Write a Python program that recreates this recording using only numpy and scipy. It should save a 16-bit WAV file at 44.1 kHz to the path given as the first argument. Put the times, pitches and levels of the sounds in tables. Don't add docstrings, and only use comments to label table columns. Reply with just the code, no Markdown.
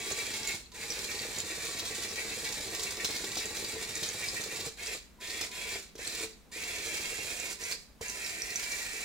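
import sys
import numpy as np
from scipy import signal
from scipy.fft import rfft, irfft
from scipy.io import wavfile
from scipy.ndimage import map_coordinates

SR = 44100
rng = np.random.default_rng(int(sys.argv[2]) if len(sys.argv) > 2 else 0)


def dump(signal):
    limited = np.clip(np.atleast_2d(signal).T, -1, 1)
    pcm = np.round(limited * 32767).astype(np.int16)
    wavfile.write(sys.argv[1], SR, pcm)


N = 398663
TIME = np.arange(N) / SR
SPIN_ENDS_S = 4.68
TAKE_UP_S = .012
TEETH_PER_TURN = 16

# start t/s, stop t/s, slow motors' full tooth rate f/Hz, fast motors' full tooth rate f/Hz, whir level/dB,
# housing ring level/dB, whine level/dB, rattle level/dB, braking surge/dB, rumble against rattle/dB
PUSHES = [(-.2, .55, 2192, 2300, -47, -53, -70, -37.5, 1, -1.5),
          (.733, 4.665, 1884, 2276, -49, -79, -65, -38.5, 4.5, 1),
          (4.768, 4.94, 1999, 2398, -42.5, -52, -69, -40, 5.5, 0),
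          (5.197, 5.452, 1995, 2345, -44.5, -49.5, -62, -38.5, 3, -2),
          (5.505, 5.775, 2302, 2634, -42.5, -50.5, -63, -38.5, 1, -1.5),
          (5.975, 6.24, 1895, 2311, -44.5, -62, -69, -39.5, 6.5, 0),
          (6.513, 7.515, 2316, 2728, -43, -51, -68, -37.7, .5, -1.5),
          (7.585, 7.73, 2305, 2693, -42.5, -54, -65, -37, 3, -4.5),
          (8.006, 9.19, 1881, 2323, -42.5, -57, -65, -39, 0, -5)]


def from_db(db):
    return 10 ** (np.asarray(db) / 20)


def rms_one(x):
    return x / np.sqrt(np.mean(x ** 2) + 1e-20)


def drift(rate):
    knots = rng.standard_normal(4000)
    return rms_one(map_coordinates(knots, [TIME * rate], order=2, mode="wrap"))


def response(points):
    size = 4096
    hz, db = np.transpose(points)
    grid = np.maximum(np.arange(size // 2 + 1) * SR / size, 1)
    level_db = np.interp(np.log(grid), np.log(hz), db)
    cepstrum = irfft(np.log(from_db(level_db)))
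    cepstrum[1:size // 2] *= 2
    cepstrum[size // 2 + 1:] = 0
    return irfft(np.exp(rfft(cepstrum)))


def modes(rows):
    t = TIME[:SR // 2]
    return sum(from_db(db - 60 * t / t60) * np.cos(2 * np.pi * hz * t) for hz, db, t60 in rows)


def through(x, impulse):
    return signal.oaconvolve(x, impulse)[:N]


def add(track, s, sound):
    at = int(np.clip(s * SR, 0, N - 1))
    track[at:at + len(sound)] += sound[:N - at]


def blows(rows, contact_s):
    gather_s = .002
    out, t = np.zeros(N), TIME[:SR // 10]
    for s, db in rows:
        envelope = np.exp(-t / contact_s) * (1 - np.exp(-t / gather_s))
        flurry = rng.standard_normal(len(t)) * envelope
        add(out, s - gather_s / 2, from_db(db) * flurry / np.linalg.norm(flurry))
    return out


def drive(spin_up_s, from_share, settle_s, duty_s, lead_s):
    rates, gains = np.ones((2, N)), np.zeros((3, N))
    for start, stop, slow_hz, fast_hz, *levels_db, _, _, _ in PUSHES:
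        since = TIME >= start - lead_s
        age = np.maximum(TIME[since] - start, 0)
        speed = 1 - (1 - from_share) * np.exp(-age / spin_up_s)
        rates[:, since] = np.outer([slow_hz, fast_hz], speed)
        gains[:, since] = np.outer(from_db(levels_db), TIME[since] < stop)
        gains[:2, since] *= speed * (1 - np.exp(-age / TAKE_UP_S))
        gains[2, since] *= 1 + .5 * np.exp(-age / duty_s)
    keep = np.exp(-1 / (settle_s * SR))
    return rates, signal.lfilter([1 - keep], [1, -keep], gains + 1e-18)


def shaking():
    soft_start_db, build_s, brake_s, coast_db_per_s = -6, .08, 0.024, 215
    waver_db, waver_per_s = 1.26, 28
    gears, wheels = np.zeros((2, N))
    for start, stop, *_, rattle_db, brake_db, rumble_db in PUSHES:
        age = np.maximum(TIME - start, 0)
        build = soft_start_db * np.exp(-age / build_s)
        brake = brake_db * np.exp(-((TIME - stop) / brake_s) ** 2)
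        coast = coast_db_per_s * np.clip(TIME - stop, 0, 1)
        run = (1 - np.exp(-age / TAKE_UP_S)) * from_db(rattle_db + build + brake - coast)
        gears += run
        wheels += run * from_db(rumble_db)
    return gears * from_db(waver_db * drift(waver_per_s)), wheels


def gear_whir(rates, whir, housing, wobble, rough, tone_db, swell_db, swell_s, flutter_db):
    # f/Hz, relative level/dB
    gearbox = [(300, -19.5), (700, -6), (1150, -38.5), (1400, -8.5), (1650, -4.5), (1850, 0.5),
               (2100, -0.5), (2240, 0.5), (2335, 5), (2430, 1), (2760, -1), (2900, -16), (4000, -9),
               (15000, -22.5)]
    # f/Hz, relative level/dB
    housing_colour = [(2950, -15.5), (3330, 4.5), (3750, 1), (6000, -61)]
    # first bind t/s, last bind t/s, one turn/s
    spins = [(.2, .5, .149), (.83, 4.51, .1363)]
    taps, tone = np.zeros(N), np.zeros(N)
    for rate in (*rates, *rates):
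        teeth = np.cumsum(rate * (1 + wobble * drift(35))) / SR
        tooth = teeth.astype(int)
        wear = rng.standard_normal(size=TEETH_PER_TURN)
        tap_size = wear[tooth % len(wear)] + rough * rng.standard_normal(N)
        taps += np.diff(tooth, prepend=0) * tap_size
        tone += np.sin(2 * np.pi * teeth) * from_db(3.1 * drift(40))
    mesh = rms_one(taps) + from_db(tone_db) * rms_one(tone)
    mesh = mesh * from_db(flutter_db * drift(35))
    binding = np.zeros(N)
    for first, last, turn_s in spins:
        for s in np.arange(first, last + turn_s / 2, turn_s):
            binding += rng.uniform(0.55, 1.05) * np.exp(-((TIME - s) / swell_s) ** 2)
    boxes = whir * rms_one(through(mesh, response(gearbox))) * from_db(swell_db * binding)
    return boxes + housing * rms_one(through(mesh, response(housing_colour)))


def gear_rattle(shake, per_s, spread_db, flutter_db, bursts_per_s, burst_s, burst_size):
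    # f/Hz, relative level/dB
    teeth_colour = [(400, -12), (900, -9), (1200, -8.5), (1500, -6), (2500, -5), (3000, -8.5), (3900, 1),
                    (4700, -2), (6500, -2.5), (7350, 1.5), (8100, -5), (9500, -7), (11500, -14),
                    (15800, -16)]
    # f/Hz, relative level/dB, t60/s
    cans = [(2335, -61, 0.53), (3930, -68, .7), (4100, -70, .45), (4170, -66, .4)]
    sizes = from_db(spread_db * np.minimum(rng.exponential(1, N), 4)) * rng.choice([-1, 1], N)
    jolts = (rng.random(N) < bursts_per_s / SR) * rng.random(N)
    dying = signal.lfilter([1], [1, -np.exp(-1 / (burst_s * SR))], jolts + 1e-18)
    bursts = np.sqrt(1 + burst_size * dying)
    clicks = sizes * (rng.random(N) < per_s / SR) * bursts * from_db(flutter_db * drift(200))
    chatter = rms_one(through(clicks, response(teeth_colour))) * shake
    return chatter + through(chatter, modes(cans))


def rollers(shake, spinning, knock_db, bump_db, ring_db, boom_db):
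    # t/s, relative level/dB
    knocks = [(0.111, -27.5), (0.306, -34), (1.25, -29), (1.383, -33.5), (1.981, -35), (2.184, -38),
              (2.317, -38), (2.603, -34), (3.046, -29), (3.099, -31), (3.239, -29), (3.369, -25),
              (3.625, -31.5), (3.76, -33.5), (5.408, -29.5), (5.756, -30), (5.953, -38), (5.99, -34.5),
              (6.207, -35), (7.187, -32), (7.623, -34), (8.01, -29)]
    # f/Hz, relative level/dB
    boards = [(35, -18.5), (85, 1), (120, -3.5), (165, -13.5), (270, -4), (340, 0), (450, 4), (560, -4.5),
              (700, -6.5), (900, -12), (8000, -44)]
    # f/Hz, relative level/dB, t60/s
    chassis = [(211.4, -9.5, 0.29), (330.7, -5, 0.37), (391.4, -0.5, 0.19), (442.2, 0.5, 0.27)]
    handover = np.cumsum(14.8 + 2 * drift(9.2)) / SR % 1
    rolling = shake * from_db(bump_db * (.5 - handover))
    force = from_db(knock_db) * blows(knocks, contact_s=0.0045) + rolling * rng.standard_normal(N)
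    boom_band = signal.butter(2, [52, 240], "band", fs=SR, output="sos")
    boom = signal.sosfilt(boom_band, rolling * spinning * rng.standard_normal(N))
    ring = from_db(ring_db) * through(force, modes(chassis))
    return through(force, response(boards)) + ring + from_db(boom_db) * boom


def snaps(shake, clack_db, ticks_per_s, tick_db, tick_spread_db, tick_s):
    # t/s, relative level/dB, decay/s
    clack_rows = [(0.336, -19.5, 0.013), (0.7178, -35, .008), (1.858, -19, 0.019), (2.445, -17.5, 0.021),
                  (2.828, -18, 0.021), (2.9064, -21, 0.0048), (3.046, -10.5, 0.0068), (3.105, -17.5, .025),
                  (3.37, -14, 0.029), (4.0282, -13.5, 0.014), (5.4122, -15.5, 0.0041),
                  (5.9537, -32, 0.0097), (5.98, -32, .006), (6.149, -20.5, .007), (6.5166, -34, 0.0082),
                  (8.0114, -26, 0.0083), (8.627, -20, 0.0062)]
    # f/Hz, relative level/dB
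    plastic = [(400, -8.5), (1300, -10.5), (2800, -5.5), (4000, 2.5), (6300, 0), (8000, -8), (11500, -14.5),
               (15800, -14)]
    chances = rng.random((400, 3))
    ticks = [(when * TIME[-1], tick_db + tick_spread_db * size)
             for keep, when, size in chances if keep < ticks_per_s * TIME[-1] / len(chances)]
    clacks = sum(blows([(s, db)], decay_s) for s, db, decay_s in clack_rows)
    return through(from_db(clack_db) * clacks + shake * blows(ticks, tick_s), response(plastic))


def squeaks(shake, length_s, glide, rough, small_per_s, small_db):
    # t/s, peak level/dB ahead of the room, middle pitch f/Hz
    slips = [(0.4737, -25, 7000), (0.9032, -25.5, 5630), (4.2847, -25.5, 5020), (6.0746, -29, 7780),
             (8.2461, -31, 5300), (8.419, -25, 5740), (8.5577, -22, 6213)]
    out, t = np.zeros(N), TIME[:SR // 40]
    chances = rng.random((400, 4))
    small = [(when * TIME[-1], 20 * np.log10(shake[int(when * N)]) + small_db + 6 * size, 3800 + 3400 * high)
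             for keep, when, size, high in chances if keep < small_per_s * TIME[-1] / len(chances)]
    for s, db, hz in [*slips, *small]:
        age = t / length_s
        pitch = hz * (1 + glide * np.tanh(age - 1) + rough * rng.standard_normal(len(t)))
        chirp = np.sin(2 * np.pi * np.cumsum(pitch) / SR)
        add(out, s - .001, from_db(db) * age ** 2 * np.exp(1 - age ** 2) * chirp)
    return out


def windings(rate, whine, hum):
    switching_hz = 1000
    switching = 2 * np.pi * switching_hz * TIME
    pulses = np.sin(switching) + 0.33 * np.sin(2 * switching)
    turn = 2 * np.pi * np.cumsum(rate * (1 + .003 * drift(12))) / SR / TEETH_PER_TURN
    rotor = np.zeros(N)
    for order, db in zip(range(5, 9), [-6, -5, -9, 0]):
        rotor += from_db(db + 2 * drift(9)) * np.sin(order * turn)
    return whine * from_db(2 * drift(12)) * pulses + hum * rotor


def room(x, early_t60, late_t60, late_db):
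    # f/Hz, relative level/dB
    echo_colour = [(300, -12), (700, -5), (1200, -5), (2000, 1), (4500, 2), (8000, -3.5), (14000, -7.5)]
    # f/Hz, level/dB
    sides = [(200, .5), (2500, -0.5), (4500, 4), (7000, -7), (9000, -9), (13000, -3)]
    t, out = TIME[:SR // 2], []
    fade = from_db(-60 * t / early_t60) + from_db(late_db - 60 * t / late_t60)
    fade = fade * (t > .001)
    sent = through(x, response(echo_colour))
    for sign in (1, -1):
        paths = [through(sent, fade * rng.standard_normal(len(t))) / np.linalg.norm(fade) for _ in range(4)]
        shares = np.array([drift(10) for _ in paths])
        echo = np.sum(paths * shares, axis=0) / np.linalg.norm(shares, axis=0)
        out.append(through(x + echo, response([(hz, sign * db / 2) for hz, db in sides])))
    return np.array(out)


def arrival(pair, below_hz):
    # t/s, lag/samples
    lag = [(1, 1.5), (6, 2.5), (7.7, 6), (9, 4.5)]
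    low = signal.sosfiltfilt(signal.butter(2, below_hz, fs=SR, output="sos"), pair[0])
    late = map_coordinates(low, [np.arange(N) - np.interp(TIME, *np.transpose(lag))], order=1)
    return np.array([pair[0] - low + late, pair[1]])


def room_air(air_db, hum_db):
    # f/Hz, relative level/dB
    air = [(24, -16.5), (40, -1.5), (108, -17), (233, -10), (284, -17.5), (804, -25), (15000, -40)]
    mid, side = (rms_one(through(rng.standard_normal(N), response(air))) for _ in range(2))
    hum_phase = 2 * np.pi * np.cumsum(56 + 2 * drift(11)) / SR
    hum = from_db(hum_db + 1 * drift(4.2)) * np.sin(hum_phase)
    return from_db(air_db) * (mid + 0.54 * side * np.array([[1], [-1]])) + hum


def scene():
    rates, (whir, housing, whine) = drive(spin_up_s=.06, from_share=.75, settle_s=0.0013, duty_s=0.33, lead_s=.012)
    shake, wheels = shaking()
    spinning = TIME < SPIN_ENDS_S
    robot = from_db(-1.27) * gear_whir(rates, whir, housing, wobble=.014, rough=1.0, tone_db=-17,
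                                       swell_db=9, swell_s=0.021, flutter_db=1.16)
    robot += from_db(-4.5) * gear_rattle(shake, per_s=3000, spread_db=0.0, flutter_db=0.94,
                                         bursts_per_s=35, burst_s=0.011, burst_size=1.7)
    robot += rollers(wheels, spinning, knock_db=29.5, bump_db=13, ring_db=-51.5, boom_db=-2)
    robot += snaps(shake, clack_db=14, ticks_per_s=15, tick_db=21, tick_spread_db=12.5, tick_s=0.0031)
    robot += squeaks(shake, length_s=.0025, glide=0.096, rough=0.26, small_per_s=3, small_db=5.5)
    robot += windings(rates[1], whine, hum=from_db(-23) * shake * spinning)
    heard = room(robot, early_t60=.085, late_t60=0.44, late_db=-10.5)
    return arrival(heard, below_hz=3360) + room_air(air_db=-59.5, hum_db=-63)


def record(dry):
    cutoff_hz = 15750
    return signal.sosfilt(signal.ellip(12, .1, 80, cutoff_hz, fs=SR, output="sos"), dry)


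dry = scene()
out = record(dry)
dump(out)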